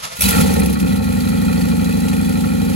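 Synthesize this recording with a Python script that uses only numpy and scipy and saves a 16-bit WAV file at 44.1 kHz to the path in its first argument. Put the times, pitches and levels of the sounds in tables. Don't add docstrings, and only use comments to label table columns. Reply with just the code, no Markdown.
import sys
import numpy as np
from scipy import signal
from scipy.fft import rfft, irfft
from scipy.io import wavfile
from scipy.ndimage import uniform_filter1d

SR = 44100
rng = np.random.default_rng(int(sys.argv[2]) if len(sys.argv) > 2 else 0)


def put_to_file(sound):
    columns = np.atleast_2d(sound).T
    safe = np.clip(columns, -1, 1)
    whole_steps = np.round(safe * 32767)
    wavfile.write(sys.argv[1], SR, whole_steps.astype(np.int16))


N = 121275
T = np.arange(N) / SR
FFT_SIZE = N + N % 2 + 8192
HZ = np.fft.rfftfreq(FFT_SIZE, 1 / SR)


def amp(db):
    return 10 ** (np.asarray(db) / 20)


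def evened(x):
    return x / np.sqrt(np.mean(x ** 2) + 1e-20)


def curve(table, column=1):
    return np.interp(T, *np.transpose(table)[[0, column]])


def read(points):
    hz, value = np.transpose(points)
    return np.interp(np.log(HZ + 1), np.log(hz), value)


def coloured(x, points):
    spectrum = rfft(x, FFT_SIZE) * amp(read(points))
    return evened(irfft(spectrum)[..., :N])


def resonate(x, hz, width_hz):
    pole = np.exp((2j * hz - width_hz) * np.pi / SR)
    return 2 * signal.lfilter([1 - abs(pole)], [1, -pole], x).real


def steep(x, hz, width_hz, wider):
    return resonate(resonate(x, hz, wider * width_hz), hz, width_hz) / np.sqrt(width_hz)


def dying(clicks, seconds):
    return signal.lfilter([1], [1, -np.exp(-1 / (seconds * SR))], clicks)


# start_s [s], speed [engine cycles per s]
ENGINE_SPEED = [(.2, 22.65), (.3, 20.36), (.4, 18.19), (.5, 16.6), (.6, 14.9), (.68, 14.33), (.76, 14.19),
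                (.84, 13.02), (.9, 12.27), (1, 12.45), (1.1, 12.0), (1.3, 12.03), (1.5, 12.78),
                (1.7, 12.73), (2.0, 12.47), (2.3, 12.37), (2.75, 12.3)]
START_TURN = .395
JITTER_S_PER_DB = .0003


def each_cycle(pattern, spread_db):
    turns = np.cumsum(curve(ENGINE_SPEED)) / SR + START_TURN
    place, db = np.transpose(pattern)
    cycles = np.arange(int(turns[-1]) + 1)[:, None]
    click_s = np.interp(cycles + place, turns, T, right=T[-1] + 1)
    luck = rng.standard_normal(click_s.shape + (2,)) * np.interp(click_s, T, spread_db)[..., None]
    late_s, size_db = JITTER_S_PER_DB * luck[..., 0], db + luck[..., 1]
    at = np.clip((click_s + late_s) * SR, 0, N).astype(int)
    return np.bincount(at.ravel(), amp(size_db).ravel(), N + 1)[:N]


# place [turns of the cycle], strength_db [dB]
FIRING_PULSES = [(0.088, -8.3), (0.183, -3.4), (0.265, 0.0), (0.471, -2.3), (0.567, -7.7), (0.699, -3.9),
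                 (0.832, -1.4), (0.929, -7.1)]
# start_s [s], spread_db [dB]
FIRING_SPREAD = [(.2, 1.2), (.9, 1), (1.3, .7), (1.6, .4), (2.75, .35)]
# pitch_hz [Hz], width_hz [Hz], level_db [dB], polarity [+1 or -1]
LOW_PIPE = [(48.6, 61, -12.7, 1), (68, 20, -3.2, 1), (79.1, 63, 0, -1), (96.6, 55, -4.8, 1),
            (145.4, 20, -20.8, 1), (184.7, 30, -7.4, -1), (198.2, 20, -5.6, 1), (227.5, 24, -5.6, 1),
            (271.1, 81, -14.2, -1), (291.4, 31, -15.8, 1), (337.1, 20, -19.7, 1)]
# start_s [s], level_db [dB]
DEEP_LEVEL = [(.15, 4), (.2, 12.5), (.3, 14.5), (.4, 11), (.55, 10), (.7, 9.5), (.85, 3.5), (1.0, 9),
              (1.4, 5)]
# start_s [s], level_db [dB]
HIGH_LEVEL = [(.25, 3), (.35, 6.5), (.55, 4.5), (.8, 4.5), (1.0, -3), (1.6, 1.5)]
DEEP_BELOW_HZ, HIGH_ABOVE_HZ = 120, 250
# pitch_hz [Hz], level_db [dB]
TAILPIPE_COLOUR = [(25, -23), (40, 4), (62, -2.5), (100, -1), (145, 3), (200, 3.6), (330, 5), (420, 5.5),
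                   (520, 4.5), (620, -37), (1500, -60)]
# start_s [s], boom_level_db [dB], rasp_level_db [dB]
EXHAUST_LEVEL = [(.17, -87, -52), (.19, -33, -84), (.22, -37, -36), (.245, -19.5, -31), (.3, -21, -32),
                 (.32, -25.5, -23), (.39, -14.5, -22.5), (.47, -16.5, -28), (.55, -16, -28.5),
                 (.62, -13.5, -28), (.68, -16.5, -31.5), (.77, -17.5, -31.5), (.85, -12, -29.5),
                 (.93, -12.5, -29), (1.0, -15.5, -30.5), (1.25, -13.5, -28.5), (1.5, -12, -29),
                 (2.0, -13, -31), (2.75, -13.5, -31)]


def exhaust_boom():
    fire = each_cycle(FIRING_PULSES, curve(FIRING_SPREAD))
    deep, high = amp(curve(DEEP_LEVEL)), amp(curve(HIGH_LEVEL))
    boom = np.zeros(N)
    for hz, width_hz, db, polarity in LOW_PIPE:
        swell = deep if hz < DEEP_BELOW_HZ else high if hz > HIGH_ABOVE_HZ else 1
        boom += polarity * amp(db) * resonate(fire, hz, width_hz) * swell
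    return amp(curve(EXHAUST_LEVEL)) * coloured(boom, TAILPIPE_COLOUR)


# place [turns of the cycle], strength_db [dB]
TURBULENT_PUFFS = [(0.0, 2), (.19, -1), (.36, -0.5), (.55, 4.5), (.66, -1), (.78, -2)]
PUFF_DECAY_S, PUFF_SPREAD_DB = 0.006, 2.2
STEADY_FLOW = 0.4
# pitch_hz [Hz], width_hz [Hz], level_db [dB]
RASP_RESONANCES = [(141.5, 31.5, 8.5), (320, 27, -0.5), (825, 97, -7.5), (1127, 45, 0.5), (1367, 176, 5.5),
                   (1843, 45, -3), (1969, 22.6, -3.5), (2432, 143, 1.5), (3214, 60, -8), (4117, 370, -4)]


def exhaust_rasp():
    puffs = evened(dying(each_cycle(TURBULENT_PUFFS, np.full(N, PUFF_SPREAD_DB)), PUFF_DECAY_S))
    flow = (STEADY_FLOW + puffs) * rng.standard_normal((2, N))
    rasp = sum(amp(db) * steep(flow, hz, width_hz, wider=2) for hz, width_hz, db in RASP_RESONANCES)
    return amp(curve(EXHAUST_LEVEL, column=2)) * evened(rasp)


def ringing(fire, modes):
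    return evened(sum(amp(db) * steep(fire, hz, width_hz, wider=3) for hz, width_hz, db in modes))


# place [turns of the cycle], middle_pipe_db [dB], header_db [dB]
BARK_PULSES = [(.1, -6, -1), (.36, -5, -4), (.68, -9, 0), (.8, 0, -7), (.93, -11, -9)]
# pitch_hz [Hz], width_hz [Hz], level_db [dB]
MIDDLE_PIPE = [(365, 31, -13), (465.7, 35.2, 2.5), (517.4, 19.3, 0.5)]
# pitch_hz [Hz], width_hz [Hz], level_db [dB]
HEADER_TUBES = [(785.5, 43, -3.5), (848, 31, -5)]
# start_s [s], level_db [dB]
BARK_CURVE = [(.2, -50), (.3, -27.5), (.5, -24), (.68, -28), (.76, -35), (.85, -30), (1.0, -29),
              (1.25, -33), (1.6, -30), (2.1, -31), (2.75, -31.5)]
HEADER_DB, BARK_SPREAD_DB = -9, 1.2


def barks():
    pulses, spread_db = np.array(BARK_PULSES), np.full(N, BARK_SPREAD_DB)
    middle = ringing(each_cycle(pulses[:, [0, 1]], spread_db), MIDDLE_PIPE)
    header = ringing(each_cycle(pulses[:, [0, 2]], spread_db), HEADER_TUBES)
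    return amp(curve(BARK_CURVE)) * (middle + amp(HEADER_DB) * header)


# pitch_hz [Hz], width_hz [Hz], level_db [dB]
METAL_PARTS = [(1403, 37, 4), (1988, 140, -3), (2538, 93, 4), (3420, 25, -3), (3975, 31, 1.5),
               (4470, 94, -0.5), (6480, 49, -7.5), (7680, 100, -1), (8100, 130, 2.5), (10750, 190, 1),
               (11400, 200, -10)]
KNOCKS_PER_S, KNOCK_SPREAD_DB = 800, 3.5


def rattle(drive):
    size_db = KNOCK_SPREAD_DB * np.minimum(rng.exponential(size=N), 4)
    knocks = drive * (rng.random((2, N)) < KNOCKS_PER_S / SR) * amp(size_db)
    part = rng.integers(0, len(METAL_PARTS), N)
    ring = 0
    for k, (hz, width_hz, db) in enumerate(METAL_PARTS):
        ring = ring + amp(db) * resonate(knocks * (part == k), hz, width_hz) / np.sqrt(width_hz)
    return evened(ring)


# place [turns of the cycle], strength_db [dB]
VALVE_TICKS = [(.02, 1), (.19, 12.5), (.37, -3), (.57, -7.5), (.67, -39), (.77, 10.5)]
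TICK_DECAY_S, TICK_SPREAD_DB = 0.009, 4
HISS_DB, RATTLE_DB = 9, -5.5
# start_s [s], level_db [dB]
VALVE_GEAR_LEVEL = [(0.15, -32), (0.18, -33), (0.2, -26.5), (0.21, -35), (0.23, -18.5), (0.33, -22),
                    (0.74, -33), (0.78, -39.5), (0.8, -28.5), (0.85, -37), (0.87, -30), (0.97, -33.5),
                    (1.02, -40), (1.02, -32.5), (2.48, -33), (2.75, -33.5)]
# pitch_hz [Hz], density_db [dB per Hz]
VALVE_GEAR_COLOUR = [(500, -4.5), (660, -25), (900, 1), (1300, -6), (1620, -5), (2000, -3.5), (3000, -2),
                     (4300, -4.5), (5600, -7), (7000, -2), (8700, 0.5), (10500, -1.5), (12400, 1.5),
                     (13400, -11), (14500, -16.5), (15900, -4.5)]


def valve_gear():
    clicks = each_cycle(VALVE_TICKS, np.full(N, TICK_SPREAD_DB))
    envelope = uniform_filter1d(dying(clicks, TICK_DECAY_S), size=220) + amp(HISS_DB)
    hiss = coloured(envelope * rng.standard_normal((2, N)), VALVE_GEAR_COLOUR)
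    fade_in = np.clip((T - VALVE_GEAR_LEVEL[0][0]) / 0.015, 0, 1)
    return amp(curve(VALVE_GEAR_LEVEL)) * fade_in * (hiss + amp(RATTLE_DB) * rattle(envelope))


# start_s [s], strength_db [dB] before the attack is smoothed
CLATTER_HITS = [(.207, -13), (0.21, -11.5), (0.22, -8.5), (0.236, -17), (0.262, -19), (0.279, -18),
                (0.291, -14), (0.308, -13.5), (.318, -38), (.366, -30), (.395, -19), (.411, -37),
                (0.539, -18), (0.598, -20), (0.659, -21), (0.727, -24)]
CLATTER_DECAY_S = 0.0068
# pitch_hz [Hz], density_db [dB per Hz]
CLATTER_SPECTRUM = [(600, 0), (1300, -37), (2400, 5), (4300, -23), (5700, 2.5), (7000, -11), (8700, 5.5),
                    (11000, 9), (12500, 8), (13500, -4), (16000, 3)]


def clatter():
    start_s, db = np.transpose(CLATTER_HITS)
    hits = dying(np.bincount((start_s * SR).astype(int), amp(db), N), CLATTER_DECAY_S)
    noise = coloured(rng.standard_normal((2, N)), CLATTER_SPECTRUM)
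    return uniform_filter1d(hits, size=90) * (noise + amp(-9) * rattle(1))


# start_s [s], level_db [dB]
STARTER_LEVEL = [(0.0, -34), (0.02, -35), (0.04, -23.5), (0.06, -26.5), (0.075, -32), (.1, -35.5),
                 (0.13, -28.5), (0.15, -34), (0.176, -39), (0.2, -65)]
# pitch_hz [Hz], density_db [dB per Hz]
STARTER_SPECTRUM = [(40, -12), (65, -1), (120, -13), (180, 0.5), (330, -14), (470, -6), (675, -1.5),
                    (800, -12.5), (1100, 2.5), (1900, -6.5), (2470, -5.5), (3300, -5.5), (5500, -9),
                    (8500, -7), (12500, -12.5), (13500, -33), (16000, -33)]
ROUGH_SWELLS_PER_S, SWELL_SHARE = 110, 0.11


def starter():
    swells = evened(dying(rng.random(N) < ROUGH_SWELLS_PER_S / SR, 0.0025))
    rough = rng.standard_normal((2, N)) * (1 + SWELL_SHARE * swells)
    fade_out = np.clip((STARTER_LEVEL[-1][0] + 0.033 - T) / 0.012, 0, 1)
    return amp(curve(STARTER_LEVEL)) * fade_out * coloured(rough, STARTER_SPECTRUM)


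# pitch_hz [Hz], left_lead [radians]
LEFT_LEAD = [(45, -.8), (85, -.5), (130, .2), (200, 1.3), (300, 2.6), (400, 3.6), (450, 4.3), (550, 3.8),
             (750, 5.3), (1000, 8.6), (1200, 10.3), (1300, 7.5), (1800, 11.5), (2000, 12.3), (2500, 11.3),
             (4000, 12.7), (5400, 15), (7150, 11.2), (8600, 9.42), (10400, 6.9), (13400, 3.14), (15200, 0)]
# pitch_hz [Hz], likeness [0 to 1]
LIKENESS = [(300, 0.81), (700, 0.71), (1500, 0.88), (2500, 0.74), (4000, 0.38), (6000, 0.24), (7500, 0.84),
            (8600, 1), (10000, 1), (13400, 0.75), (16000, 1)]
# pitch_hz [Hz], level_db [dB]
RIGHT_LEVEL = [(250, 0), (500, 1.8), (1200, .2), (3000, 1), (5500, 5), (7000, 0)]


def scene():
    low = rfft(exhaust_boom() + barks(), FFT_SIZE)
    near, other = rfft(exhaust_rasp() + valve_gear() + clatter() + starter(), FFT_SIZE)
    same = np.clip(read(LIKENESS), 0, 1)
    right = low + same * near + np.sqrt(1 - same ** 2) * other
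    right = right * amp(read(RIGHT_LEVEL)) * np.exp(-1j * read(LEFT_LEAD))
    return irfft(np.array([low + near, right]))[:, :N]


CEILING, EDGE_HZ = .95, 15850


def record(dry):
    soft = dry / (1 + (abs(dry) / CEILING) ** 6) ** (1 / 6)
    low_pass = signal.firwin(1023, EDGE_HZ, window=("kaiser", 11), fs=SR)
    return signal.oaconvolve(soft, low_pass[None], "same")


dry = scene()
out = record(dry)
put_to_file(out)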